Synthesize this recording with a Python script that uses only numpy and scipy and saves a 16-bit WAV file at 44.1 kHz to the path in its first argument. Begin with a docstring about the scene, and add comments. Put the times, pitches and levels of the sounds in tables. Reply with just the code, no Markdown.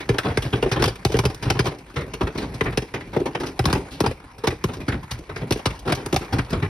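"""Hail on a car, from inside

Hailstones pelt the roof and windscreen, from loud knocks to faint ticks; a two-port microphone hears
them in the cabin. Each blow sends a bending wave through the panel: treble first, bass last, a falling
sweep; the scattered ring of panels and cabin follows, with a short note of the panel and of the clack.
Underneath, rain and small stones make a patchy noise wash, and small hard pellets tick."""
import sys
import numpy as np
from scipy import signal
from scipy.fft import rfft, irfft
from scipy.io import wavfile
from scipy.ndimage import uniform_filter1d, minimum_filter1d

SR = 44100
rng = np.random.default_rng(int(sys.argv[2]) if len(sys.argv) > 2 else 0)


def to_wav(s):
    """Save 16-bit WAV."""
    ch = np.atleast_2d(s).T  # columns
    pcm = np.round(np.clip(ch, -1, 1) * 32767)  # PCM
    wavfile.write(sys.argv[1], SR, pcm.astype(np.int16))


N = 295012
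SIZE = 8192  # samples in one blow


def gain_of(db):
    """Decibels to gain."""
    return np.exp(np.asarray(db) * (np.log(10) / 20))


def evened(x):
    """Scales each row to rms 1."""
    return x / np.sqrt(np.mean(abs(x) ** 2, axis=-1, keepdims=True) + 1e-20)


def read(points, hz):
    """Reads a spectrum table on a log frequency axis."""
    f, value = np.transpose(points)
    return np.interp(np.log(hz + 1), np.log(f + 1), value)


def hump(offset, width):
    """A resonance curve: 1 at its centre, half as much half a width away."""
    return 1 / (1 + (2 * offset / width) ** 2)


def add(mix, s, sound):
    """Adds a sound at time s."""
    part = mix[:, round(s * SR):][:, :sound.shape[1]]
    part += sound[:, :part.shape[1]]


def causal(gain):
    """The spectrum of least delay with this magnitude, so that nothing sounds before the blow."""
    folded = irfft(np.log(gain + 1e-5 * gain.max()), SIZE)
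    folded[1:SIZE // 2] *= 2
    folded[SIZE // 2 + 1:] = 0
    return np.exp(rfft(folded))


# resonances of cabin air, roof and glass: [f/Hz, width/Hz, level/dB]
CABIN_RESONANCES = [(53.6, 26.3, 12), (79.7, 17, 7), (120.5, 28, 7), (157, 81, 6), (276.6, 36, 3.5),
                    (779, 19, 5.5), (961, 260, 5), (2320, 84, 2), (5270, 210, -3)]


def cabin_db(hz):
    """Resonances of air, roof and glass raise or lower the spectrum around their frequencies."""
    return sum(db * hump(hz - f, width) for f, width, db in CABIN_RESONANCES)


# relative colour of panels, cabin and microphone: [f/Hz, level per Hz/dB]
BODY_COLOUR = [(18, -58.5), (30, -23), (118, -4.5), (206, -9), (409, -4), (562, -12), (953, -20),
               (1240, -19), (5300, -16.5), (7280, -33), (8760, -30.5), (11100, -37), (13400, -39.5),
               (15200, -46), (16500, -75)]


def body_gain(hz):
    """Panels, cabin and microphone colour every hard impact."""
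    return gain_of(read(BODY_COLOUR, hz) + cabin_db(hz))


# relative loudness of rain and small stones: [t/s, level/dB]
PATTER_LEVEL = [(0.0, -41), (0.759, -35.5), (0.89, -44.5), (1.64, -41.5), (1.77, -46.5), (2.529, -39.5),
                (3.07, -45), (3.35, -40.5), (4.34, -47), (4.82, -43), (5.2, -45.5), (5.48, -41.5),
                (5.91, -43.5), (6.06, -38), (6.35, -39.5), (6.69, -42)]
# relative colour of their wash in the cabin: [f/Hz, level per Hz/dB]
WASH_COLOUR = [(18, -41), (30, -1), (55, 0.5), (100, -5.5), (212, -3), (420, -3.5), (676, -9), (1800, -12),
               (2400, -12), (3200, -23), (5440, -25.5), (7090, -31.5), (10300, -29), (12300, -37),
               (13700, -33), (16500, -79)]


def patter(per_s=120, size_db=4, patchy_db=3.0, ticks_db=-2, tick_t60=0.03):
    """A patchy wash of rain whose level jumps with every small stone and dies away."""
    window, hop = 512, 128
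    frames, hz = N // hop + 5, np.fft.rfftfreq(window, 1 / SR)
    real, imaginary, patches = rng.standard_normal((3, 2, window // 2 + 1, frames))
    patches = uniform_filter1d(uniform_filter1d(patches[0], size=8, axis=0), size=20, axis=1)

    sizes = gain_of(size_db * np.minimum(rng.exponential(1, frames), 4))
    stones = sizes * (rng.random(frames) < per_s * hop / SR)
    jumps = signal.lfilter([1], [1, -gain_of(-60 * hop / SR / tick_t60)], stones)
    light = (hz / (hz + 400))[:, None]  # small stones barely move the bass

    s, level_db = np.transpose(PATTER_LEVEL)
    level = gain_of(np.interp(np.arange(frames) * hop / SR, s, level_db))
    level = level * (1 + gain_of(ticks_db) * light * evened(jumps))
    grains = (real + 1j * imaginary) * gain_of(patchy_db * patches / patches.std()) * level
    wash = signal.istft(grains, nperseg=window, noverlap=window - hop)[1]

    hz = np.fft.rfftfreq(N, 1 / SR)
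    colour = evened(gain_of(read(WASH_COLOUR, hz) + cabin_db(hz)))
    return irfft(rfft(wash[:, :N]) * colour, N) * gain_of(-23.0)


def pellets(per_s=70, size_db=4, level_db=-2, t60=0.08, low_hz=500, spots=6):
    """Small hard pellets tick on glass and roof, each on one of a few spots, louder with the patter."""
    hz, t, out = np.fft.rfftfreq(SIZE, 1 / SR), np.arange(2048) / SR, np.zeros((2, N))
    s, patter_db = np.transpose(PATTER_LEVEL)
    loudness_db = np.interp(np.arange(N) / SR, s, patter_db) + level_db
    size = gain_of(size_db * np.minimum(rng.exponential(1, N), 4) + loudness_db)
    size, spot = size * (rng.random(N) < per_s / SR), rng.integers(0, spots, N)
    bass_cut = hz ** 2 / (hz ** 2 + low_hz ** 2)
    body = irfft(causal(body_gain(hz) * bass_cut), SIZE)[None, :len(t)]
    for k in range(spots):
        # the direct tick is in the shared field only; echoes are in both
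        direct = (t == 0) * np.array([[1], [0]])
        echoes = rng.standard_normal((2, len(t))) * gain_of(-24.5 - 60 * t / t60)
        tick = signal.fftconvolve(echoes + direct, body, axes=1)[:, :len(t)]
        hits = (size * (spot == k))[None]
        out += signal.oaconvolve(hits, tick / abs(tick).max(), axes=1)[:, :N]
    return out


# the parts of a blow, bass to treble:
# [centre f/Hz, relative level/dB, t60/s of the quick ring before smear scales it,
#  share of clean sweep (0-1) before smear blurs it]
BLOW_PARTS = [(113, 2, 0.053, 0.91), (308, 1, 0.054, 0.84), (1380, -4, 0.037, 0.24),
              (4630, 2.5, 0.028, 0.55), (11200, 6, 0.024, 0.05)]


def part_filters(hz):
    """Overlapping bands, one a part, coloured by the body, each of unit power."""
    centres = np.log([p[0] for p in BLOW_PARTS])
    shares = np.array([np.interp(np.log(hz + 1), centres, row) for row in np.eye(len(BLOW_PARTS))])
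    return evened(shares ** 1.01 * body_gain(hz))


def struck_spot(hz, filters, note_hz, clack_hz, lumps_db=1.8, note_db=6, note_width=70):
    """Each spot favours other modes of the panel: random lumps, and humps on its own note and clack."""
    scale = np.log(hz + 50)
    waves = zip((7, 11, 17, 26, 40), rng.random(5))
    lumps = sum(np.cos(k * scale + 2 * np.pi * u) for k, u in waves)
    clack_hump = 6 * hump(hz / clack_hz - 1, .5)  # dB; its width is a share of the pitch
    note_hump = note_db * hump(hz - note_hz, note_width)
    return evened(filters * gain_of(lumps_db * lumps / 2 + clack_hump + note_hump))


def contact_smear(crack_db, slush):
    """Contact time in s: the fainter the crack, the longer the contact smears."""
    hard_db, hard_ms, softer_ms_per_db = -20.5, 1.8, 0.8639
    return max(slush * (hard_ms + softer_ms_per_db * (hard_db - crack_db)), .4) / 1000


# one row a distinct blow, from loud knock to faint tick, levels relative:
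# [t/s, clack level/dB, boom level/dB, knock level/dB, crack level/dB, note of the panel f/Hz,
#  pitch of the clack f/Hz, slush: how many times longer than usual the contact smears]
SINGLE_BLOWS = [(0.002, -25.5, -43, -36, -39, 282, 2050, 1.26),
                (0.091, -14, -17, -11.5, -29, 410, 2030, 0.86),
                (0.142, -24, -52, -26.5, -46.5, 395, 870, 0.55),
                (0.184, -11, -32, -25.5, -24, 306, 1740, 1.03),
                (0.231, -25.5, -45, -38, -44.5, 350, 1930, 0.63),
                (0.246, -18, -25, -22, -40.5, 282, 950, 1.75),
                (0.281, -27, -21.5, -33, -45.5, 274, 1240, 0.89),
                (0.305, -24.5, -29, -33, -50.5, 280, 690, 0.99),
                (0.373, -11, -20, -20.5, -27, 432, 2060, 0.51), (0.422, -25.5, -45, -33, -32, 404, 2900, 1),
                (0.448, -28, -22.5, -29.5, -42, 346, 660, 1.2),
                (0.529, -17.5, -19.5, -18.5, -39, 389, 3200, 1.09),
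                (0.576, -31, -48, -29, -50.5, 395, 700, 0.5),
                (0.626, -12, -29.5, -16.5, -30.5, 424, 614, 0.85),
                (0.66, -24, -42, -17.5, -55, 384, 664, 0.35),
                (0.715, -13.5, -20, -26, -25.5, 410, 1390, 2.63),
                (0.76, -18, -25, -22, -44.5, 328, 880, 0.95),
                (0.795, -21, -17.5, -20.5, -38, 365, 1450, 2.2), (0.823, -10, -33, -18, -23, 452, 970, 1),
                (0.84, -10.5, -28, -41, -20, 345, 1100, 3.6), (0.857, -22, -27, -33, -28, 232, 3120, 0.84),
                (0.877, -18.5, -21, -26, -28.0, 407, 780, 1.65),
                (0.956, -33, -49, -54, -44.5, 354, 2270, 0.26),
                (1.05, -11, -18.5, -15.5, -20, 408, 770, 0.98),
                (1.097, -32, -43, -27, -46.5, 415, 790, 0.7), (1.119, -25, -27, -47, -33, 480, 676, 1.14),
                (1.142, -13, -18, -8.5, -28.5, 453, 1880, 0.8),
                (1.168, -21, -28, -33, -33.5, 366, 730, 0.33),
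                (1.189, -13, -21, -22.5, -24, 392, 1060, 0.92),
                (1.236, -24, -23.5, -24, -43, 350, 990, 0.78),
                (1.253, -15, -15.5, -21.5, -23.5, 428, 910, 1.38),
                (1.299, -29.5, -39, -30, -43, 410, 945, 0.55), (1.346, -45, -39, -51, -40, 350, 1850, 0.14),
                (1.425, -22.5, -25, -46, -33.5, 235, 950, 1.36),
                (1.453, -27, -22.5, -25.5, -42, 236, 1140, 0.98),
                (1.475, -27, -18, -52, -49, 377, 760, 1.07),
                (1.502, -9.5, -20.5, -17.5, -20.5, 334, 790, 2.6),
                (1.549, -24.5, -24, -30, -48, 369, 830, 1.3),
                (1.592, -11, -19.5, -19, -22.5, 388, 1680, 1.47),
                (1.643, -29, -40, -26, -41.5, 352, 680, 0.62),
                (1.655, -19, -33, -31, -32.5, 510, 970, 1.37), (1.666, -19, -26, -24.5, -33, 400, 980, 1.2),
                (1.713, -30, -51, -33, -55, 380, 680, 0.63), (1.785, -45, -56, -45, -48.5, 352, 2500, 0.38),
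                (1.897, -40, -54, -46, -56, 347, 1200, 0.37), (1.94, -44, -54, -42, -53, 350, 2800, 0.4),
                (1.96, -19.5, -24, -26.5, -36, 466, 1770, 1.99),
                (2.007, -27.5, -28, -33, -45.5, 470, 1910, 0.77),
                (2.136, -27, -39, -29.5, -35.5, 460, 2620, 0.86),
                (2.209, -15.5, -28, -18.5, -40, 352, 1140, 0.71),
                (2.226, -38, -18.5, -28, -45, 222, 790, 0.73),
                (2.269, -22, -40, -26.5, -44, 390, 1800, 0.72),
                (2.349, -30, -33, -26.5, -48, 280, 1070, 0.95),
                (2.376, -28, -32, -27, -32, 228, 3200, 2.73),
                (2.416, -31, -31.5, -26.5, -41.5, 247, 920, 2), (2.542, -36, -30, -36, -40, 240, 980, 0.71),
                (2.609, -8.5, -26.5, -22, -36.5, 410, 1890, 0.17),
                (2.636, -32, -46, -30.5, -44, 300, 1070, 0.95),
                (2.657, -15.5, -21, -26, -47, 305, 1860, 0.84),
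                (2.722, -27, -31, -36, -48, 441, 1860, 0.73),
                (2.774, -16.5, -25.5, -15, -24, 417, 2550, 0.85),
                (2.82, -32.5, -47, -27.5, -42, 433, 2510, 0.53),
                (2.939, -18.5, -32, -25, -37.5, 314, 1930, 1.21),
                (3.005, -29.5, -55, -41, -50.0, 273, 2240, 0.75),
                (3.131, -25, -35, -31, -46.5, 480, 1290, 1.1),
                (3.164, -20.5, -30, -12.5, -42.5, 381, 600, 0.46),
                (3.2, -30.5, -33, -24, -48.5, 373, 655, 0.3), (3.214, -35, -49, -20, -56, 385, 660, 0.22),
                (3.257, -20.5, -36, -19.5, -38, 340, 770, 0.82),
                (3.349, -15.5, -36, -21.5, -40, 330, 690, 0.63),
                (3.4, -26.5, -38, -23, -37, 268, 890, 1.43),
                (3.433, -21.5, -32, -26, -41.5, 313, 870, 0.64),
                (3.461, -35, -40, -29, -35, 390, 1630, 1.8),
                (3.592, -12.5, -18.5, -23.5, -29, 380, 750, 0.32),
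                (3.641, -30, -39, -25.5, -45, 354, 3100, 0.21),
                (3.655, -12.5, -17.5, -23, -21.5, 229, 1080, 1),
                (3.671, -22, -21, -23.5, -44, 234, 846, 1.14),
                (3.699, -20.5, -30, -23.5, -35, 288, 1440, 0.9),
                (3.728, -8.5, -18, -17.5, -19.5, 230, 1000, 0.51),
                (3.749, -20, -29, -20.5, -41.5, 384, 1130, 1.05),
                (3.773, -47, -27, -29, -48, 272, 960, 0.92), (3.911, -38.5, -39, -38, -38, 265, 3260, 3.6),
                (4.004, -13, -25.5, -14.5, -25.5, 336, 1370, 0.47),
                (4.038, -20, -33, -18.5, -40.5, 230, 960, 0.86),
                (4.062, -13.5, -19.5, -26, -27.5, 500, 950, 1.04),
                (4.111, -28.5, -49, -31, -42, 520, 2330, 0.36),
                (4.381, -38, -44, -43, -48, 402, 1200, 0.66), (4.438, -19, -38, -23.5, -37, 450, 870, 0.98),
                (4.472, -11.5, -21.5, -17.5, -23.5, 333, 776, 1.3),
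                (4.503, -27.5, -48, -34.5, -40.5, 227, 2160, 1), (4.523, -35, -36, -28, -51, 470, 740, 0.3),
                (4.64, -14.5, -23, -19, -29, 206, 1060, 0.23),
                (4.684, -27.5, -31, -29.5, -47, 345, 770, 0.83),
                (4.733, -30.5, -35, -42, -41, 350, 990, 0.88), (4.769, -60, -34, -33, -54, 360, 960, 0.49),
                (4.802, -32.5, -28, -34, -45, 312, 2700, 0.94),
                (4.881, -16.5, -21.5, -22.5, -34, 319, 1570, 1.26),
                (4.92, -22.5, -22.5, -36, -44, 330, 1950, 0.9),
                (4.938, -31, -25, -29.5, -51.5, 330, 810, 0.74),
                (5.03, -31.5, -37.0, -45, -52, 335, 1100, 0.32),
                (5.11, -26, -25, -46, -29, 310, 1070, 1.63), (5.189, -47, -40, -38.5, -49, 330, 2100, 0.14),
                (5.292, -25.5, -32, -37, -50.5, 396, 1250, 0.66),
                (5.36, -23, -33, -33.5, -39, 433, 1770, 1.08), (5.411, -29, -23.5, -30, -53.5, 238, 685, 1),
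                (5.508, -16, -20, -15.5, -26, 410, 704, 0.59),
                (5.523, -21, -31, -29.5, -23.5, 238, 2510, 0.71),
                (5.558, -31, -42, -26, -50, 430, 2380, 0.23), (5.573, -37, -50, -46, -46, 350, 2390, 0.4),
                (5.593, -24, -59, -43, -49, 336, 770, 0.31),
                (5.657, -12, -21.5, -23.5, -22.0, 299, 996, 2.3),
                (5.703, -27, -27, -37, -44, 342, 2550, 0.62),
                (5.791, -56, -57, -57, -42.5, 350, 3200, 0.45),
                (5.853, -29.5, -30, -25, -48, 315, 660, 1.36),
                (5.876, -17, -27, -22.5, -36.5, 466, 1360, 1.25),
                (5.896, -18, -39, -23.5, -38.5, 312, 1040, 1.06),
                (5.922, -13, -22, -21.5, -25.5, 407, 715, 0.96),
                (5.95, -32.5, -41, -42, -33.5, 310, 930, 0.65),
                (5.97, -29, -37, -32.5, -46.5, 394, 650, 1.72),
                (6.061, -23.5, -34.5, -26.5, -36, 393, 950, 0.068),
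                (6.127, -17, -25, -15.5, -31, 361, 820, 0.49),
                (6.143, -22.5, -37, -25, -33.5, 300, 660, 0.18),
                (6.162, -12, -25.5, -26.5, -22, 350, 754, 0.9),
                (6.21, -34, -38, -30, -44.5, 387, 1970, 0.81),
                (6.326, -18.5, -17, -21, -32.5, 300, 1030, 2),
                (6.384, -16, -19, -25.5, -33.5, 282, 1880, 0.95),
                (6.504, -32, -31, -35, -38, 260, 1800, 0.71),
                (6.526, -18.5, -17, -22.5, -37, 320, 1110, 1.8),
                (6.623, -18.5, -17, -26, -42.5, 290, 1900, 1.22)]


def hail(sweep_s=.013, slope=.8, spread=0.1469, long_db=-25, long_t60=0.4, modes_db=3.5,
         soft_lead=.15, aside=.5):
    """Bending waves sweep down and panels ring: one field both ports share, one that sets them apart."""
    hz, t, out = np.fft.rfftfreq(SIZE, 1 / SR), np.arange(SIZE) / SR, np.zeros((2, N))
    centre, part_db, t60, sweep = np.transpose(BLOW_PARTS)[:, :, None]
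    filters = part_filters(hz)
    for s, clack_db, boom_db, knock_db, crack_db, note_hz, clack_hz, slush in SINGLE_BLOWS:
        noise = rng.standard_normal((2, 1, SIZE))
        spot = struck_spot(hz, filters, note_hz, clack_hz)
        smear = contact_smear(crack_db, slush)
        top_db = crack_db - 8 - 3.0 * np.log(slush)  # slush dulls the topmost part
        gain = gain_of(np.array([[boom_db], [knock_db], [clack_db], [crack_db], [top_db]]) + part_db)

        # bending waves are slow in the bass: the delay, given at 100 Hz, falls as a power of frequency
        delay_s = sweep_s * np.exp(spread * rng.standard_normal())
        late = delay_s * (100 / centre) ** slope
        wave = np.exp(-2j * np.pi * delay_s * 100 ** slope * hz ** (1 - slope) / (1 - slope))
        clean = sweep * np.exp(-(smear / (0.0082 + 1.6 * late)) ** 2)  # smear blurs the treble first
        lasting = np.sqrt(SR * (late + 0.0043))  # a band that sweeps for longer holds more energy
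        direct = irfft(wave * causal((spot * gain * clean * lasting).sum(0)), SIZE) * (t < .1)

        rise = 1 - np.exp(-(t / (.5 * late + 0.3 * smear)) ** 2)
        quick = gain_of(-60 * t / (t60 * (0.76 + smear / 0.0069)))
        middle = gain_of(-14.0 - 60 * t / 0.049)
        shape = rise * (quick + middle + gain_of(long_db - 60 * t / long_t60))
        # the tail flickers unevenly at random, each upper part on its own
        steps = np.arange(48) * .004
        flicker = np.array([np.interp(t, steps, u) for u in rng.standard_normal((3, 48))])
        flicker = np.vstack([np.zeros((2, SIZE)), flicker * np.minimum(t / .012, 1)])
        shape = shape * gain_of(2.5 * flicker)
        # random narrow peaks and dips make the ring more tonal
        peaks = evened(uniform_filter1d(rng.standard_normal(len(hz)), size=13)) * hz / (hz + 500)
        scattered = irfft(rfft(noise) * spot * gain_of(modes_db * peaks), SIZE)
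        ring = evened(scattered * shape) * gain * np.sqrt(np.mean(shape ** 2, axis=1, keepdims=True))

        # every blow leaves the panel's note, stronger in dull ones
        note = gain_of(knock_db + 9 - 60 * t / 0.045) * rise[1] * np.sin(2 * np.pi * note_hz * t)
        note = note * (1 - clean[1] / 2)
        # and a short solid tone at the clack's pitch
        clack = gain_of(clack_db - 1 - 60 * t / 0.029) * rise[2] * np.sin(2 * np.pi * clack_hz * t)
        solid = direct + note + clack
        shared = solid + (ring[0] * np.sqrt(1 - clean ** 2)).sum(0)
        unshared = ring[1].sum(0) + aside * rng.standard_normal() * solid  # blows scatter left and right
        start = max(s - soft_lead * smear, 0)  # a smeared blow starts a little early
        add(out, start, np.array([shared, unshared]))
    return out


# phase by which the left port leads: [f/Hz, lead/rad]
PORT_LEAD = [(0, 0), (600, 0), (1210, -.2), (3010, 1.1), (5510, .4), (6800, 3), (8100, 3.3), (9390, 6.2),
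             (11600, 6.4), (12500, 9.3), (14700, 9.5), (15500, 12.6)]
# left port over right: [f/Hz, level/dB]
LEFT_OVER_RIGHT = [(200, 0), (400, .7), (1000, 1.1), (2400, 0)]
# mixing weight of the unshared over the shared field: [f/Hz, level/dB]
UNSHARED_OVER_SHARED = [(30, -31), (70, -41), (150, -29), (250, -24), (400, -17), (650, -7), (1000, -7),
                        (2000, -2), (4000, -6), (8000, -8), (15000, -10)]


def scene():
    """The two ports nearly share the bass; the treble differs in phase and detail."""
    first, second = rfft(patter() + pellets() + hail())
    hz = np.fft.rfftfreq(N, 1 / SR)
    ratio = gain_of(read(UNSHARED_OVER_SHARED, hz))
    turn = np.exp(.5j * np.interp(hz, *np.transpose(PORT_LEAD)))
    louder = gain_of(read(LEFT_OVER_RIGHT, hz) / 2)  # half to each port
    alike = first / np.sqrt(1 + ratio ** 2)
    apart = second * ratio / np.sqrt(1 + ratio ** 2)
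    left = (alike + apart) * turn * louder
    right = (alike - apart) / turn / louder
    return irfft(np.array([left, right]), N)


def record(dry, ceiling_db=-5.5, edge_hz=16800):
    """A quick limiter holds the peaks of both ports down; then a low-pass limits the band."""
    peak = -minimum_filter1d(-abs(dry).max(0), size=301)  # the highest level close by
    held = dry * uniform_filter1d(np.minimum(1, gain_of(ceiling_db) / (peak + 1e-9)), size=151)
    low_pass = signal.firwin(511, edge_hz, window=("kaiser", 9), fs=SR)
    return signal.oaconvolve(held, low_pass[None], "same")


dry = scene()
out = record(dry)
to_wav(out)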